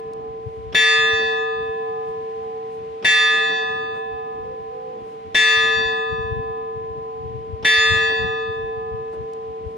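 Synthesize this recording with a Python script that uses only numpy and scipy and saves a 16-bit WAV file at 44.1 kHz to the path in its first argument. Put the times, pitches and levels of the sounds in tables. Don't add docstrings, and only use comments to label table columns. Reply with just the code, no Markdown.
import sys
import numpy as np
from scipy import signal
from scipy.fft import rfft, irfft, next_fast_len
from scipy.io import wavfile
from scipy.ndimage import uniform_filter1d, map_coordinates

SR = 44100
rng = np.random.default_rng(int(sys.argv[2]) if len(sys.argv) > 2 else 0)


def int16_out(signal):
    q = np.round(np.clip(np.atleast_2d(signal).T, -1, 1) * 32767)
    wavfile.write(sys.argv[1], SR, q.astype(np.int16))


N = 430857

# frequency in Hz, relative level in dB, 60 dB decay time in seconds,
# left-right difference in dB, phase lead of the left in radians, starting sign.
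BELL_MODES = [(436.8, -41.5, 13.71, 0.2, 0.0, 1.0), (447.2, -22.8, 13.71, -0.5, -0.3, 1.0),
              (762.8, -39.1, 9.82, -3.0, -1.1, 1.0), (764.4, -23.6, 9.82, -1.8, -2.9, 1.0),
              (1020.9, -22.8, 7.52, 1.9, 2.85, 1.0), (1221.9, -22.0, 2.26, 0.2, 0.2, -1.0),
              (1223.85, -22.8, 2.26, 1.2, -0.0, 1.0), (1724.2, -4.3, 1.85, 2.4, -0.2, 1.0),
              (1917.6, -8.2, 1.16, -0.3, -0.1, 1.0), (1939.6, -15.5, 1.15, 3.9, -0.9, 1.0),
              (1941.3, -17.5, 1.15, 0.8, -0.4, 1.0), (2097.8, -13.6, 0.83, -1.8, -0.1, 1.0),
              (2294.5, -14.7, 0.68, 0.3, -0.6, 1.0), (2491.1, -27.8, 1.09, 1.0, -1.3, 1.0),
              (2586.5, -31.7, 1.73, 0.0, 1.3, 1.0), (2594.0, -12.1, 1.73, -0.5, -1.5, 1.0),
              (2700.4, -14.8, 1.33, 5.1, -0.5, 1.0), (2706.4, -29.1, 1.33, 3.1, -2.9, 1.0),
              (2887.0, -24, 0.64, 6.7, -1.7, 1.0), (3168.8, -19.9, 1.09, 0.2, 2.0, 1.0),
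              (3291.7, -30.0, 1.09, 2.5, -0.6, -1.0), (3302.0, -19.7, 1.09, -0.6, -0.8, 1.0),
              (3394.0, -25.8, 0.83, 0.7, -0.7, 1.0), (3398.3, -23.9, 0.83, -1.6, -0.6, 1.0),
              (3474.2, -21.2, 1.09, 2.8, 0.4, 1.0), (3561.0, -5.7, 1.37, -0.5, 0.7, 1.0),
              (3923.8, -37.0, 1.52, -0.2, 1.7, 1.0), (3931.8, -36.4, 1.52, -7.3, 1.4, 1.0),
              (4103.7, -29.5, 1.05, -1.8, -0.4, 1.0), (4126.4, -25.3, 1.24, -3.1, 0.1, 1.0),
              (4203.0, -33.5, 1.16, -1.5, 0.2, 1.0), (4215.0, -37.2, 1.16, -1.5, 0.5, 1.0),
              (4364.0, -37.1, 0.95, 3.8, -0.7, 1.0), (4443.0, -36.4, 0.95, -2.1, -1.3, 1.0),
              (4602.0, -18.7, 1.21, -2.2, -0.5, -1.0), (4605.0, -26.6, 1.21, -8.4, -0.7, 1.0),
              (4760.0, -30.1, 0.73, 6.4, -0.3, 1.0), (4800.0, -36.5, 0.73, -2.2, -0.6, 1.0),
              (4940.3, -31.7, 0.89, -5.5, 0.7, 1.0), (5224.0, -32.4, 0.89, -6.4, 0.8, 1.0),
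              (5350.0, -33.6, 0.89, -3.8, 2.3, 1.0), (5371.0, -39.0, 0.83, 0.2, 0.5, 1.0),
              (5703.1, -25.3, 1.19, -4.3, 1.7, 1.0), (6121.0, -30.1, 0.78, -3.1, 1.3, 1.0),
              (6162.0, -39.1, 0.78, 3.0, 1.7, 1.0), (6259.0, -37.3, 0.78, 0.8, -0.9, 1.0),
              (6444.0, -43.3, 0.64, 6.6, 0.4, 1.0), (6541.0, -41.6, 0.64, -1.4, 1.2, 1.0),
              (6778.0, -41.2, 0.83, 0.7, 1.6, 1.0), (6840.1, -30.5, 1.02, -5.5, 0.4, -1.0),
              (6848.4, -25.0, 1.02, -4.9, -0.5, 1.0), (7612.0, -40.4, 0.49, -5.2, -0.8, 1.0),
              (8005.0, -35.2, 1.0, 2.6, -0.5, 1.0), (8180.0, -41.0, 0.82, 2.1, 1.3, 1.0),
              (8613.0, -47.1, 0.72, 2.0, -2.2, 1.0), (8690.0, -43.2, 0.63, 5.8, 0.1, 1.0),
              (9181.0, -36.5, 0.82, 8.1, -1.2, 1.0), (9822.0, -39.4, 0.82, 12.0, 1.1, 1.0),
              (10020.0, -41.8, 0.67, 12.0, 0.9, 1.0), (10111.0, -46.5, 0.76, 11.1, 1.5, 1.0),
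              (10351.0, -33.7, 0.76, 10.9, 2.3, 1.0), (10810.0, -41.6, 0.48, 11.5, 1.7, 1.0),
              (11248.0, -48.5, 0.55, 12.0, -2.8, 1.0), (11520.0, -41, 0.63, 12.0, -2.6, 1.0),
              (11801.0, -51.6, 0.67, 12.0, -3.0, 1.0), (12399.0, -52, 0.48, 12.0, -1.8, 1.0),
              (12668.0, -50, 0.52, 12.0, 1.6, 1.0), (13826.0, -57, 0.52, 7.1, -2.3, 1.0)]
# start
# in seconds, then in dB the blow's gain, gains of lower hum, hum, prime and tierce, left-right
BLOWS = [(-1.554, 0, 5, 0, -1, -2, 0, -34), (.746, 0, 1, 2, 2, 0, .3, -33),
         (3.046, 0, 4, -4, 1, -1, -1, -34), (5.346, 0, -1, .1, .1, 2, .5, -60),
         (7.647, 0, .1, 1, -1, -1, .1, -34)]
LONG_PARTIAL_EDGES_HZ = [440, 450, 800, 1100]


def bell():
    starts = [round(blow[0] * SR) for blow in BLOWS]
    stops = starts[1:] + [N]
    early = -starts[0]
    out = np.zeros((2, early + N))
    for hz, db, t60, pan_db, lead, sign in BELL_MODES:
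        t = np.arange(round(min(2.31, 1.35 * t60) * SR)) / SR
        envelope = amp(db - 60 * t / t60) * (1 - np.exp(-t / .006))
        ring = sign * envelope * np.sin(2 * np.pi * hz * t + lead * np.array([[.5], [-.5]]))
        group = np.searchsorted(LONG_PARTIAL_EDGES_HZ, hz)
        for start, stop, (_, blow_db, *long_db, blow_pan_db, _) in zip(starts, stops, BLOWS):
            choked = ring[:, :stop - start]
            gain = amp(blow_db + (long_db + [0])[group]) * sides(pan_db + blow_pan_db)
            at = early + start
            out[:, at:at + choked.shape[1]] += gain * choked
    return out[:, early:]


def moving_air(x, depth_db=2.8, phase_depth=.7):
    hz, _, spectra = signal.stft(x, SR, nperseg=1024)
    field = rng.standard_normal((2,) + spectra.shape, dtype=np.float32)
    for size, axis in ((4, 2), (4, 2), (9, 3), (9, 3)):
        field = uniform_filter1d(field, size, axis)
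    swell, shift = unit(field)
    stir = np.clip(hz / 6000, .13, 1.2)[:, None]
    fading = amp(depth_db * stir * swell) * np.exp(1j * phase_depth * stir * shift)
    return signal.istft(spectra * fading, SR, nperseg=1024)[1][:, :N]


# frequency in Hz, relative density in dB.
CLANG_SPECTRUM = [(100, 1), (200, 9), (300, 7), (1000, 3), (1600, 0), (3500, -1), (6000, -14), (10000, -21),
                  (15500, -41)]
# frequency in Hz, 60 dB decay time of the direct sound in seconds.
CLANG_DECAY = [(200, .22), (1000, .22), (2000, .28), (5000, .3), (12000, .2)]


def clang():
    noise = stereo_noise(CLANG_SPECTRUM, [(300, .7), (3000, .3)])
    hz, t, spectra = signal.stft(noise, SR, nperseg=128)
    t60 = along(CLANG_DECAY, hz)[:, None]
    latest = np.searchsorted([blow[0] for blow in BLOWS], t) - 1
    start, db = np.transpose(BLOWS)[:2, latest]
    decay_db = 60 * (t - start) / t60
    direct, walls = amp(db - 20 - decay_db), amp(db - 36 - decay_db / 4)
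    return signal.istft(spectra * (direct + walls), SR, nperseg=128)[1][:, :N]


# frequency in Hz, relative density in dB.
CLUNK_SPECTRUM = [(70, -30), (150, -4), (300, 0), (600, -3), (1000, -8), (1600, -15), (3000, -35),
                  (6000, -80)]
TREBLE_SPECTRUM = [(800, -4), (2000, 0), (3500, -2), (5500, -10), (8000, -26), (15500, -45)]
CLINK_SPECTRUM = [(800, -6), (2200, -5), (3300, 0), (4300, -14), (5400, -4), (6500, -24), (15500, -48)]
# delay after a blow in seconds, relative level in dB, treble gain in dB.
BOUNCES = [(.288, -33, -12), (.442, -34, -12), (.565, -40, -14)]
# start in seconds, relative level in dB, treble gain in dB.
KNOCKS = [(3.937, -39, -19), (9.125, -39, -19)]


def hammer(release_lead_s=.022, clink_db=-1):
    release_s, release_db = np.transpose([(blow[0] - release_lead_s, blow[-1]) for blow in BLOWS[1:]])
    bounces = [(blow[0] + delay, db, treble_db) for blow in BLOWS[1:] for delay, db, treble_db in BOUNCES]
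    starts, db, treble_db = np.transpose(bounces + KNOCKS)
    body = bursts([*starts, *release_s], [*db, *release_db], rise=.008, t60=.34)
    body = body * stereo_noise(CLUNK_SPECTRUM, [(300, .85)])
    treble = bursts(starts, db + treble_db, rise=.004, t60=.2) * stereo_noise(TREBLE_SPECTRUM, [(300, .5)])
    clink = bursts(release_s, release_db + clink_db, rise=.003, t60=.07)
    clink = clink * stereo_noise(CLINK_SPECTRUM, [(300, .5)])
    return sides(2) * (body + treble + clink)


# start in seconds, length in seconds, top pitch in Hz, relative level in dB.
COOS = [(4.41, .21, 503, -40), (4.68, .35, 503, -39), (5.04, .14, 486, -48)]


def dove(sag_hz=24, edge_s=.05):
    t, out = np.arange(N) / SR, np.zeros((2, N))
    for start, length, top_hz, db in COOS:
        progress = np.clip((t - start) / length, 0, 1)
        hz = top_hz - sag_hz * (2 * progress - 1) ** 2
        phase = 2 * np.pi * np.cumsum(hz) / SR + .6 * np.array([[1], [-1]])
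        envelope = np.clip(np.minimum(progress, 1 - progress) * length / edge_s, 0, 1)
        out += amp(db) * envelope * np.sin(phase)
    return out * amp(3 + 1.5 * wobble(30))


# time in seconds, relative level in dB.
WIND_LEVEL = [(0, -56), (1.06, -47), (1.36, -52), (2.42, -61), (3.4, -59), (4.51, -55), (4.84, -58),
              (6.07, -48), (6.6, -51), (7.21, -52), (7.43, -49), (8.16, -47), (9.0, -49), (9.39, -57),
              (9.77, -55)]
# time in seconds, relative level in dB.
EDDIES = [(0.472, -23), (0.994, -29), (5.577, -30), (5.859, -27), (6.129, -31), (6.205, -26), (6.254, -25),
          (6.326, -23), (6.372, -21), (6.773, -30), (6.915, -30), (6.981, -31), (7.258, -26), (7.357, -24),
          (7.539, -22), (7.786, -25), (7.911, -21), (7.967, -22), (8.089, -30), (8.22, -24), (8.298, -29),
          (8.5, -27), (8.649, -29), (8.779, -31), (8.949, -26), (9.672, -23)]
# frequency in Hz, relative density in dB.
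FLUTTER_SPECTRUM = [(15, -55), (30, -27), (60, -3), (85, 0), (150, -7), (250, -18), (400, -32), (900, -90)]
PORT_EXPOSURE = [
    [9],
    [-5],
]


def wind(median_thump_hz=95, thump_sigma_s=.0065, stir_sigma_s=.035, stir_db=-23, low_cut_hz=38):
    thumps, stirred = np.zeros((2, N + SR)), np.zeros(N + SR)
    t = np.arange(-SR // 8, SR // 8) / SR
    for (centre, db), (detune, *phases) in zip(EDDIES, rng.standard_normal((len(EDDIES), 3))):
        hz = median_thump_hz * np.exp(.2 * detune)
        swing = np.cos(2 * np.pi * hz * t + 2 * np.c_[phases])
        first = round(centre * SR) - SR // 8
        span = slice(first, first + len(t))
        thumps[:, span] += amp(db + 3) * np.exp(-.5 * (t / thump_sigma_s) ** 2) * swing
        stirred[span] += amp(db + stir_db) * np.exp(-.5 * (t / stir_sigma_s) ** 2)
    flutter = unit(amp(3 * wobble(9) + 5 * wobble(30)) * stereo_noise(FLUTTER_SPECTRUM, [(30, .1)]))
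    pressure = amp(PORT_EXPOSURE) * (amp(curve(WIND_LEVEL)) + stirred[:N]) * flutter
    pressure += amp([[0], [-15]]) * thumps[:, :N]
    return filtered(pressure, lambda hz: 1 / (1 + (low_cut_hz / (hz + 1)) ** 4))


# start in seconds, relative level in dB, left-right difference in dB.
TICKS = [(0.1341, -42, -2.5), (9.3342, -42, -3.0)]
# centre in seconds, relative level in dB, width in seconds.
RUSTLES = [(.55, -75, .15), (1.23, -67, .05), (2.09, -71, .05), (2.74, -68, .05), (3.75, -69, .05),
           (3.97, -68, .06), (5.1, -70, .1), (9.14, -67, .03), (9.72, -74, .1)]
# frequency in Hz, relative density in dB.
RUSTLE_SPECTRUM = [(1000, -10), (3000, 0), (8000, -3), (12000, -8), (15500, -20)]


def ticks_and_rustles():
    t = np.arange(N) / SR
    ticks = sum(sides(pan_db) * bursts(start, db - 1, rise=.0003, t60=.012) for start, db, pan_db in TICKS)
    rustles = sum(amp(db) * np.exp(-2 * ((t - centre) / width) ** 2) for centre, db, width in RUSTLES)
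    snap = stereo_noise([(1500, -20), (4500, 0), (9000, -6), (15500, -25)], [(300, .9)])
    return ticks * snap + sides(10) * rustles * stereo_noise(RUSTLE_SPECTRUM, [(300, .3)])


# frequency in Hz, relative density in dB.
MURMUR_SPECTRUM = [(25, -36), (50, -16), (100, -7), (160, -3), (250, -4), (400, -7), (600, -10), (900, -15),
                   (1400, -25), (2500, -45), (6000, -90)]
HISS_SPECTRUM = [(300, -30), (700, -10), (1300, -4), (2000, 0), (3000, -3.5), (4500, -12), (6300, -19),
                 (10000, -28.5), (15500, -40)]
# time in seconds, relative level in dB.
HISS_LEVEL = [(0, -57.5), (2.2, -55), (2.9, -55.5), (4.2, -57.5), (4.9, -56), (6.5, -59), (7.5, -57),
              (9, -57.5), (9.77, -56.5)]
# frequency in Hz, left-right correlation.
VILLAGE_COHERENCE = [(100, .8), (400, .7), (1500, .4), (6000, .1)]


def village(murmur_db=-48):
    murmur = amp(murmur_db + 1.2 * wobble(6)) * stereo_noise(MURMUR_SPECTRUM, VILLAGE_COHERENCE)
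    hiss_gain = amp(curve(HISS_LEVEL) + .7 * wobble(3)) * sides(2.5)
    return murmur + hiss_gain * stereo_noise(HISS_SPECTRUM, VILLAGE_COHERENCE)


def amp(db):
    return 10 ** (np.asarray(db) / 20)


def unit(x):
    return x / np.sqrt(np.mean(x ** 2) + 1e-20)


def along(points, hz):
    knots_hz, values = np.transpose(points)
    return np.interp(np.log(hz + 1), np.log(knots_hz + 1), values)


def curve(points):
    return np.interp(np.arange(N) / SR, *np.transpose(points))


def wobble(rate):
    return map_coordinates(rng.standard_normal(int(N * rate / SR) + 4), [np.arange(N) * rate / SR])


def sides(pan_db):
    return amp([[pan_db / 2], [-pan_db / 2]])


def filtered(x, response):
    size = next_fast_len(N + SR // 2)
    return irfft(rfft(x, size) * response(np.fft.rfftfreq(size, 1 / SR)), size)[..., :N]


def stereo_noise(spectrum, coherence):
    def response(hz):
        angle = np.arccos(np.clip(along(coherence, hz), -1, 1)) / 2
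        return amp(along(spectrum, hz)) * [np.cos(angle), np.sin(angle)]
    mid, side = filtered(rng.standard_normal((2, N)), response)
    return unit(np.array([mid + side, mid - side]))


def bursts(times, levels_db, rise, t60):
    impulses, t = np.zeros(N), np.arange(round(2 * t60 * SR)) / SR
    impulses[np.round(np.multiply(times, SR)).astype(int)] = amp(levels_db)
    return signal.oaconvolve(impulses, amp(-60 * t / t60) * (1 - np.exp(-t / rise)))[:N]


def scene():
    return moving_air(bell()) + clang() + hammer() + ticks_and_rustles() + dove() + wind() + village()


def record(dry, knee_db=-15, softness_db=3.0, squeeze=.86, window_s=.02, top_hz=15500):
    power = np.abs(uniform_filter1d(np.mean(dry ** 2, axis=0), round(window_s * SR)))
    excess_db = 10 * np.log10(power + 1e-12) - knee_db
    cut_db = squeeze * softness_db * np.logaddexp(0, excess_db / softness_db)
    return filtered(dry * amp(-cut_db), lambda hz: hz < top_hz)


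dry = scene()
out = record(dry)
int16_out(out)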